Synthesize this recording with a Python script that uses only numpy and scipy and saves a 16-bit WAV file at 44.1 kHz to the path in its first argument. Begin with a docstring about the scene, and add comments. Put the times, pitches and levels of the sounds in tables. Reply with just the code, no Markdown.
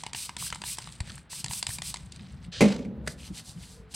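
"""Pump bottle sprays and hand rub at a desk

Close by, a pump bottle sprays one hand three times and the other four (pressure-shaped hiss), its plunger clicking.
The bottle lands hard: damped desk modes boom, decaying noise rattles and shudders.
Palms meet and rub (stroke-shaped noise); arms and chair rumble faintly in a dry room."""
import sys
import numpy as np
from scipy import signal
from scipy.fft import rfft, irfft, next_fast_len
from scipy.io import wavfile
from scipy.ndimage import map_coordinates

SR = 44100
rng = np.random.default_rng(int(sys.argv[2]) if len(sys.argv) > 2 else 0)


def put_to_file(sound):
    """Save the sound as 16-bit audio at rate SR, in the file named by the first command-line argument."""
    columns = np.atleast_2d(sound).T  # one column per channel
    safe = np.clip(columns, -1, 1)
    whole_steps = np.round(safe * 32767)
    wavfile.write(sys.argv[1], SR, whole_steps.astype(np.int16))


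N = 174195

# pump squirts: start_s, hold_s, level_db, treble_gain_db
SPRAYS = [(0.139, 0.12, -35, -4), (0.377, 0.1, -33.5, -2.3), (0.635, 0.1, -35, -1),
          (1.294, 0.11, -36, -5.5), (1.488, .108, -38, 2), (1.671, 0.081, -39, 2.5), (1.823, 0.08, -36, -3)]
# spray hiss spectrum: freq_hz, level_db
MIST_SPECTRUM = [(300, -46), (600, -36), (1000, -17.5), (1800, -18.5), (2500, -8), (3300, -6), (4600, -2),
                 (6000, -3.5), (7000, -5), (8200, 4.5), (9500, -0.5), (11000, -5), (13000, -11),
                 (15500, -17)]
SPRAY_START_DB, SPRAY_RISE_S, SPRAY_FALL_DB_PER_S = -6.5, 0.018, 425
SPRAY_TAIL_DB, SPRAY_TAIL_DB_PER_S = -10, 108
TREBLE_PRESSURE_EXPONENT = 1.71

# liquid spitting in the nozzle and under the fingers: start_s, end_s, level_db
SQUELCHES = [(0.148, .24, -38), (0.388, .51, -37), (0.641, 0.705, -35.5), (0.81, 0.953, -59),
             (1.019, 1.192, -45), (1.504, 1.55, -40), (1.675, 1.72, -36.5)]
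DROPS_PER_S, DROP_HZ, DROP_LOG_SPREAD, DROP_T60_CYCLES = 130, 2480, 0.33, 16.7

# plunger and cap clicks: start_s, snap_db, knock_db, ring_hz (layer trims below add to the levels)
CLICKS = [(0.0353, -33.5, -34.5, 920), (0.0642, -34, -32, 2800), (.132, -30.5, -37.5, 3230),
          (0.1474, -36, -33, 2870), (0.2925, -35, -34, 1010), (.366, -31, -35, 3440),
          (.502, -32.5, -47, 4860), (0.5257, -34, -28.5, 1355), (.546, -34, -50, 1180),
          (.557, -39, -38.5, 1300), (0.6175, -34, -36, 4720), (.6376, -39, -34, 1710),
          (.771, -40, -51, 3820), (0.7845, -29, -33, 1023), (0.8043, -55, -49.5, 1390),
          (.82, -40.5, -52, 4800), (0.873, -42.5, -42, 1150), (.923, -40.5, -59, 3070),
          (1.004, -31, -36, 2320), (1.075, -47, -46.5, 1780), (1.118, -43, -57, 3000),
          (1.178, -44, -52, 2830), (1.3302, -42, -42, 1920), (1.443, -24.5, -35.5, 4460),
          (1.461, -32, -37.5, 1800), (1.482, -34, -49, 4100), (1.51, -36, -37, 934),
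          (1.533, -27, -39, 4120), (1.6269, -23, -31, 4620), (1.6671, -22.5, -34.5, 4490),
          (1.6912, -35, -39.5, 990), (1.7846, -34, -35.5, 4870), (1.8192, -28, -35, 4750),
          (1.9414, -27.5, -34, 4600), (1.959, -41, -42, 2060), (1.969, -37.5, -47, 3820),
          (2.1211, -37.5, -64, 3020), (2.1605, -44.5, -58, 4350), (2.194, -61, -49, 3700)]
# hollow knock spectrum: freq_hz, level_db
KNOCK_SPECTRUM = [(200, -3), (550, -15), (950, 4), (1250, -11), (1900, -2), (2500, -2.5), (3500, -7),
                  (7000, -37)]
# plastic snap spectrum: freq_hz, level_db
SNAP_SPECTRUM = [(800, -56), (2200, -5), (3400, 2.5), (4700, 5.5), (6000, -2), (8200, 6.5), (9800, -4.5),
                 (11500, -19.5), (15500, -50)]
KNOCK_TRIM_DB, SNAP_TRIM_DB, RING_TRIM_DB = 1.5, 0.5, 4  # ring is relative to knock_db
CLICK_HOLD_S, KNOCK_T60_S, SNAP_T60_S, RING_T60_S = 0.0015, 0.019, 0.014, 0.016

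# fingers shifting on the bottle: middle_s, half_length_s, level_db, top_hiss_db
GRIPS = [(.01, 0.012, -49, -50), (.07, 0.031, -55, -63), (.56, 0.062, -60, -58), (.83, 0.061, -53.5, -53),
         (.93, 0.052, -58, -57.5), (1.085, 0.03, -51, -53), (1.16, 0.035, -56.5, -55),
         (1.98, 0.036, -57.5, -61), (2.06, 0.018, -69.5, -61), (2.145, 0.026, -55.5, -67),
         (2.26, 0.088, -58, -68), (2.445, 0.017, -58.5, -65)]
# finger friction spectrum: freq_hz, level_db
GRIP_SPECTRUM = [(300, -20), (900, -16.5), (2000, 0), (4500, 0.5), (6000, -6), (9000, -26), (15500, -47.5)]
# dry top hiss spectrum: freq_hz, level_db
GRIP_TOP_SPECTRUM = [(3000, -28), (6000, -8), (8500, 7), (10500, -10), (15500, -24.5)]
# palm strokes: middle_s, half_length_s, level_db, catch_db
STROKES = [(3.106, 0.019, -46.5, -65), (3.211, 0.023, -53.5, -54.5), (3.264, 0.021, -49.5, -52),
           (3.378, 0.022, -43, -49), (3.489, 0.028, -47, -78), (3.636, 0.038, -52.5, -59),
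           (3.716, 0.043, -53, -71), (3.925, 0.011, -50.5, -57.5), (3.948, 0.0045, -35, -44)]
# skin hiss spectrum: freq_hz, level_db
SKIN_SPECTRUM = [(300, -17), (900, -2.5), (1600, -24), (2800, -5), (4500, 3.5), (6500, -1), (8500, 2.5),
                 (11000, -6), (15500, -23)]
# skin catching spectrum: freq_hz, level_db
CATCH_SPECTRUM = [(500, -23), (1300, -10), (2000, -3.5), (3000, 2), (4500, -6), (8000, -18), (15500, -35)]
GRIP_ROUGH_DB, SKIN_ROUGH_DB, CATCH_ROUGH_DB = 5, 1.5, 5.5
# palms meeting: start_s, level_db
CLAPS = [(3.064, -46.5), (3.074, -26.5)]
# palm contact spectrum: freq_hz, level_db
CLAP_SPECTRUM = [(200, -5), (480, 5.5), (800, -8.5), (1300, -5), (1800, 5.5), (2600, -4.5), (4000, -6),
                 (6500, -9.5), (8500, -6.5), (11000, -17), (15500, -37.5)]
CLAP_HOLD_S, CLAP_T60_S = 0.0044, 0.024

# scrape spectrum: freq_hz, level_db
SLIDE_SPECTRUM = [(290, -24), (500, -7), (949, -25), (1720, -6.5), (2020, -15), (3090, -3), (4800, -5.5),
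                  (8490, -20), (15000, -59)]
SLIDE_S, SLIDE_END_S, SLIDE_DB = 2.52, 2.605, -40.5

# bottle contacts with the desk: start_s, boom_db, clack_db, softness_corner_hz
BLOWS = [(2.607, -28, -14, 1200), (2.615, -10.5, -17.5, 900), (2.623, -27, -21, 900),
         (2.638, -13.5, -29, 650), (2.657, -13, -34, 258), (2.703, -23, -46.5, 350), (2.79, -35, -43, 600),
         (2.849, -43, -46.5, 618)]
# desk modes: freq_hz, level_db, t60_s
DESK_MODES = [(62.4, -27, 0.35), (169, -18, .13), (206, 2.5, 0.15), (269.5, -1.5, 0.099), (314, -7, 0.076),
              (327, -8, .07), (417, -5, 0.055), (441.3, -3, 0.11), (507.4, -5.5, .09), (556, -11, 0.25),
              (613, -10, 0.083), (700, -13, 0.077), (862, -19, 0.12)]
# clack spectrum: freq_hz, level_db
CLACK_SPECTRUM = [(40, -28), (150, -5), (500, 5.5), (900, -3), (1400, -14.5), (1800, -9.5), (2150, 4),
                  (2480, -2), (2900, -13), (4500, -14.5), (7000, -16.5), (9000, -18), (15500, -42)]
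CLACK_HOLD_S, CLACK_T60_S = 0.0017, 0.05
# loose things rattling, spectrum: freq_hz, level_db
RATTLE_SPECTRUM = [(400, 7.5), (1200, 0.5), (2400, 3), (4500, 0), (8000, -7), (11000, -21), (15500, -36.5)]
RATTLE_DB, RATTLE_DB_PER_S = -30.5, 81
RATTLE_HOLD_S, RATTLE_EXTRA_DB_PER_S = 0.13, 114.5  # steeper fall after the hold
# desk shudder spectrum: freq_hz, level_db
SHUDDER_SPECTRUM = [(90, -30), (160, -9), (210, 5.5), (255, 1), (330, -11), (490, -7.5), (570, -8.5),
                    (680, -24.5), (850, -20.5), (1300, -43), (3000, -70)]
SHUDDER_DB, SHUDDER_DB_PER_S = -28, 45

# rumble of moving arms and chair: time_s, level_db
MOVING = [(0, -53), (.5, -49), (.9, -50.5), (1.13, -44.5), (1.26, -57.5), (1.45, -46.5), (1.75, -50),
          (2.1, -48.5), (2.3, -46), (2.6, -44), (3.15, -45), (3.25, -47), (3.5, -48.5), (3.95, -50)]
# rumble spectrum: freq_hz, level_db
RUMBLE_SPECTRUM = [(20, -28), (40, -3), (62, 10), (85, 2.5), (150, 7), (200, 1), (270, -10.5), (400, -20.5),
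                   (800, -26), (2000, -54.5)]
RUMBLE_SWING_DB = 2.5
# soft bumps of hands and elbows; the rows at 2.8 and 2.855 s are the bottle rocking on the desk: start_s,
# pitch_hz, level_db, t60_s
BUMPS = [(1.006, 83, -12.5, 0.037), (1.096, 66, -33, 0.15), (1.44, 137, -26.5, 0.071),
         (1.497, 121, -27.5, 0.069), (1.688, 105, -24, 0.05), (2.026, 62.6, -32.5, .13),
         (2.48, 173, -30, 0.093), (2.8, 243, -24, 0.065), (2.855, 217, -32, 0.55), (2.925, 245, -35.5, .2),
         (2.969, 68, -35, 0.74), (3.073, 148, -28.5, 0.15), (3.302, 185.6, -26.5, 0.092),
         (3.308, 305, -33, 0.067), (3.556, 169, -32, .13), (3.579, 175, -34, 0.12)]
BUMP_RISE_S = 0.0028
# chair creak: middle_s, pitch_hz, level_db, half_length_s
CREAKS = [(3.813, 444, -54.5, 0.07)]

# steady background spectrum: freq_hz, level_db
FLOOR_SPECTRUM = [(100, 11), (500, 3), (1500, 3), (4000, -9), (9000, -41), (15500, -42)]
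FLOOR_DB = -61
# room decay: freq_hz, t60_s
ROOM_DECAY = [(100, 0.2), (1000, 0.32), (5000, 0.15), (14000, .12)]
ROOM_DB = -14.5

# all-pass corners of the side signal: corner_hz
SIDE_TURNS_HZ = (60, 250, 900)
SIDE_DB, SIDE_DELAY_S = -17, 0.00044
LOW_CUT_HZ, TOP_HZ = 32, 15850


def amp(db):
    """Decibels to gain."""
    return 10 ** (np.asarray(db) / 20)


def unit(x):
    """Scale to rms 1."""
    return x / np.sqrt(np.mean(x ** 2) + 1e-20)


def along(points, hz):
    """Interpolate (freq_hz, value) points on a log frequency axis."""
    point_hz, values = np.transpose(points)
    return np.interp(np.log(hz + 1), np.log(point_hz + 1), values)


def clock():
    """Time of every sample, s."""
    return np.arange(N) / SR


def filtered(x, response):
    """Apply a frequency response by zero-padded FFT."""
    size = next_fast_len(N + 8192)
    return irfft(rfft(x, size) * response(np.fft.rfftfreq(size, 1 / SR)), size)[..., :N]


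def noise(spectrum):
    """Coloured Gaussian noise of rms 1."""
    return unit(filtered(rng.standard_normal(N), lambda hz: amp(along(spectrum, hz))))


def wobble(knots_per_s):
    """Smooth curve through random normal knots."""
    knots = rng.standard_normal(int(N * knots_per_s / SR) + 4)
    return map_coordinates(knots, [np.arange(N) * knots_per_s / SR])


def add(out, start_s, x):
    """Mix x into out at start_s."""
    part = out[max(round(start_s * SR), 0):][:len(x)]
    part += x[:len(part)]


def bursts(rows, spectrum, hold_s, t60_s):
    """Short contacts (start_s, level_db): coloured noise held briefly, then decaying fast."""
    out, source, t = np.zeros(N), noise(spectrum), np.arange(4096) / SR
    shape = amp(-60 * np.maximum(t - hold_s, 0) / t60_s) * (1 - np.exp(-t / 0.0006))
    for k, (start_s, db) in enumerate(rows):
        burst = source[k * len(t):][:len(t)] * shape
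        equal_energy = np.linalg.norm(shape) / np.linalg.norm(burst)
        add(out, start_s, amp(db) * burst * equal_energy)
    return out


def damped_tones(rows, rise_s, length):
    """Exponentially damped sines (start_s, pitch_hz, level_db, t60_s)."""
    out, t = np.zeros(N), np.arange(length) / SR
    for start_s, hz, db, t60_s in rows:
        decay = amp(db - 60 * t / t60_s)
        add(out, start_s, decay * np.sin(2 * np.pi * hz * t) * (1 - np.exp(-t / rise_s)))
    return out


def pings(rows):
    """Brief damped rings with a sharp onset."""
    return damped_tones(rows, 0.00028, 2048)


def sprays():
    """Pressure builds, holds and collapses; the hiss grows louder and brighter with it."""
    out, t = np.zeros(N), np.arange(SR // 2) / SR
    mist = noise(MIST_SPECTRUM)
    top = filtered(mist, lambda hz: 1 / (1 + (6000 / (hz + 1)) ** 4))
    body = mist - top
    for start_s, hold_s, db, treble_db in SPRAYS:
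        late = np.maximum(t - hold_s, 0)
        push = amp(SPRAY_START_DB * np.exp(-t / SPRAY_RISE_S) - SPRAY_FALL_DB_PER_S * late)
        tail = amp(SPRAY_TAIL_DB - SPRAY_TAIL_DB_PER_S * late)
        pressure = np.maximum(push, tail) * (1 - np.exp(-t / 0.009))
        i = round(start_s * SR) + np.arange(len(t))
        bright = amp(treble_db) * top[i] * pressure ** TREBLE_PRESSURE_EXPONENT
        add(out, start_s, amp(db) * (body[i] * pressure + bright))
    return out * amp(1.1 * wobble(120))


def squelches(count=40):
    """Tiny bubbles ring at random pitches, shorter the higher."""
    drops = []
    for start_s, end_s, db in SQUELCHES:
        times = start_s + (np.arange(count) + rng.uniform(-0.86, 1, count)) / DROPS_PER_S
        pitches = DROP_HZ * np.exp(DROP_LOG_SPREAD * rng.standard_normal(count))
        levels = db + 4 * rng.standard_normal(count)
        for s, hz, level in zip(times, pitches, levels):
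            if s < end_s:
                drops.append((s, hz, level, DROP_T60_CYCLES / hz))
    return pings(drops)


def clicks():
    """The plunger hits its stops: a hollow knock, a plastic snap and a ring that changes with the grip."""
    knock_rows = [(s, db + KNOCK_TRIM_DB) for s, _, db, _ in CLICKS]
    snap_rows = [(s, db + SNAP_TRIM_DB) for s, db, _, _ in CLICKS]
    rings = pings([(s, hz, db + RING_TRIM_DB, RING_T60_S) for s, _, db, hz in CLICKS])
    knocks = bursts(knock_rows, KNOCK_SPECTRUM, CLICK_HOLD_S, KNOCK_T60_S)
    snaps = bursts(snap_rows, SNAP_SPECTRUM, CLICK_HOLD_S, SNAP_T60_S)
    return knocks + snaps + rings


def friction(rows, spectrum, rough_db):
    """Sliding skin: noise swells and fades with stroke speed, with a fine grain."""
    t = clock()
    power = sum(amp(2 * db) / (1 + ((t - s) / half_s) ** 2 / 5) ** 6 for s, half_s, db in rows)
    grain = amp(rough_db * wobble(760) + rough_db / 2 * wobble(90))
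    return np.sqrt(power) * unit(noise(spectrum) * grain)


def rubbing(rows, first, second, first_rough_db, second_rough_db):
    """Two friction layers on the same strokes, each at its own level."""
    first_rows = [(s, half_s, db) for s, half_s, db, _ in rows]
    second_rows = [(s, half_s, db) for s, half_s, _, db in rows]
    return friction(first_rows, first, first_rough_db) + friction(second_rows, second, second_rough_db)


def hands():
    """Fingers shift on the bottle; later the palms meet and rub, hissing and catching."""
    fingers = rubbing(GRIPS, GRIP_SPECTRUM, GRIP_TOP_SPECTRUM, GRIP_ROUGH_DB, GRIP_ROUGH_DB)
    palms = rubbing(STROKES, SKIN_SPECTRUM, CATCH_SPECTRUM, SKIN_ROUGH_DB, CATCH_ROUGH_DB)
    return fingers + palms + bursts(CLAPS, CLAP_SPECTRUM, CLAP_HOLD_S, CLAP_T60_S)


def slide():
    """An even noise scrape that fades out as the bottle lands."""
    corners_s = [SLIDE_S - 0.004, SLIDE_S + 0.01, SLIDE_END_S, SLIDE_END_S + 0.018]
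    return amp(SLIDE_DB) * noise(SLIDE_SPECTRUM) * np.interp(clock(), corners_s, [0, 1, 1, 0])


def desk_boom():
    """Each contact rings the desk modes; a soft contact excites the high modes less."""
    out, t = np.zeros(N), np.arange(SR) / SR
    for start_s, db, _, corner_hz in BLOWS:
        ring = np.zeros(len(t))
        for hz, level_db, t60_s in DESK_MODES:
            decay = amp(level_db + rng.normal(0, 1) - 60 * t / t60_s)
            ring += decay * np.sin(2 * np.pi * hz * t) / np.hypot(1, (hz / corner_hz) ** 2)
        add(out, start_s, amp(db) * ring * (1 - np.exp(-t / 0.0021)))
    return out


def rattle_and_shudder():
    """From the first contact, an uneven rattle and a low shudder die away as noise."""
    age = np.maximum(clock() - BLOWS[0][0], 0)
    rattle_db = RATTLE_DB - RATTLE_DB_PER_S * age + 3.1 * wobble(200)
    rattle_db -= RATTLE_EXTRA_DB_PER_S * np.maximum(age - RATTLE_HOLD_S, 0)
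    rattle = noise(RATTLE_SPECTRUM) * amp(rattle_db)
    shudder = noise(SHUDDER_SPECTRUM) * amp(SHUDDER_DB - SHUDDER_DB_PER_S * age)
    return (1 - np.exp(-age / 0.0059)) * (rattle + shudder)


def desk():
    """The bottle clacks down and rocks; the desk booms, shudders and rattles."""
    clack = bursts([(s, db) for s, _, db, _ in BLOWS], CLACK_SPECTRUM, CLACK_HOLD_S, CLACK_T60_S)
    return desk_boom() + clack + rattle_and_shudder()


def movement():
    """Arms and chair rumble unevenly through the desk, with soft damped bumps."""
    level_db = np.interp(clock(), *np.transpose(MOVING)) + RUMBLE_SWING_DB * wobble(24.92)
    return noise(RUMBLE_SPECTRUM) * amp(level_db) + damped_tones(BUMPS, BUMP_RISE_S, SR // 2)


def creak():
    """The chair gives a soft tone of unsteady pitch as the weight shifts."""
    out, t = np.zeros(N), clock()
    for middle_s, hz, db, half_s in CREAKS:
        phase = 2 * np.pi * np.cumsum(hz * (1 + 0.0704 * wobble(120))) / SR
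        out += amp(db - 4.4 * ((t - middle_s) / half_s) ** 2) * np.sin(phase)
    return out


def room(x):
    """A short diffuse tail: noise whose decay time depends on frequency."""
    hz, t, bins = signal.stft(rng.standard_normal(SR // 3), SR, nperseg=256)
    decay = amp(-60 * t / along(ROOM_DECAY, hz)[:, None])
    tail = signal.istft(bins * decay, SR, nperseg=256)[1]
    delayed = np.pad(x, (200, 0))  # samples
    return signal.fftconvolve(delayed, tail / np.linalg.norm(tail))[:N]


def background():
    """Steady coloured noise."""
    return amp(FLOOR_DB) * noise(FLOOR_SPECTRUM)


def scene():
    """Near sounds with their room tail, over movement, creak and background; two equal channels."""
    near = sprays() + squelches() + clicks() + hands() + slide() + desk()
    mono = near + amp(ROOM_DB) * room(near) + movement() + creak() + background()
    return np.array([mono, mono])


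def record(dry):
    """Widen with a weak delayed, phase-turned side signal; cut the deepest bass and all above TOP_HZ."""
    def turn(hz):
        """Delay and first-order all-passes."""
        turns = [(1j * hz - c) / (1j * hz + c) for c in SIDE_TURNS_HZ]
        return np.exp(-2j * np.pi * hz * SIDE_DELAY_S) * np.prod(turns, axis=0)

    side = amp(SIDE_DB) * filtered(dry[0], turn)
    low_cut = signal.butter(2, LOW_CUT_HZ, "highpass", fs=SR, output="sos")
    wide = signal.sosfilt(low_cut, dry + np.array([side, -side]))
    return filtered(wide, lambda hz: hz < TOP_HZ)


dry = scene()
out = record(dry)
put_to_file(out)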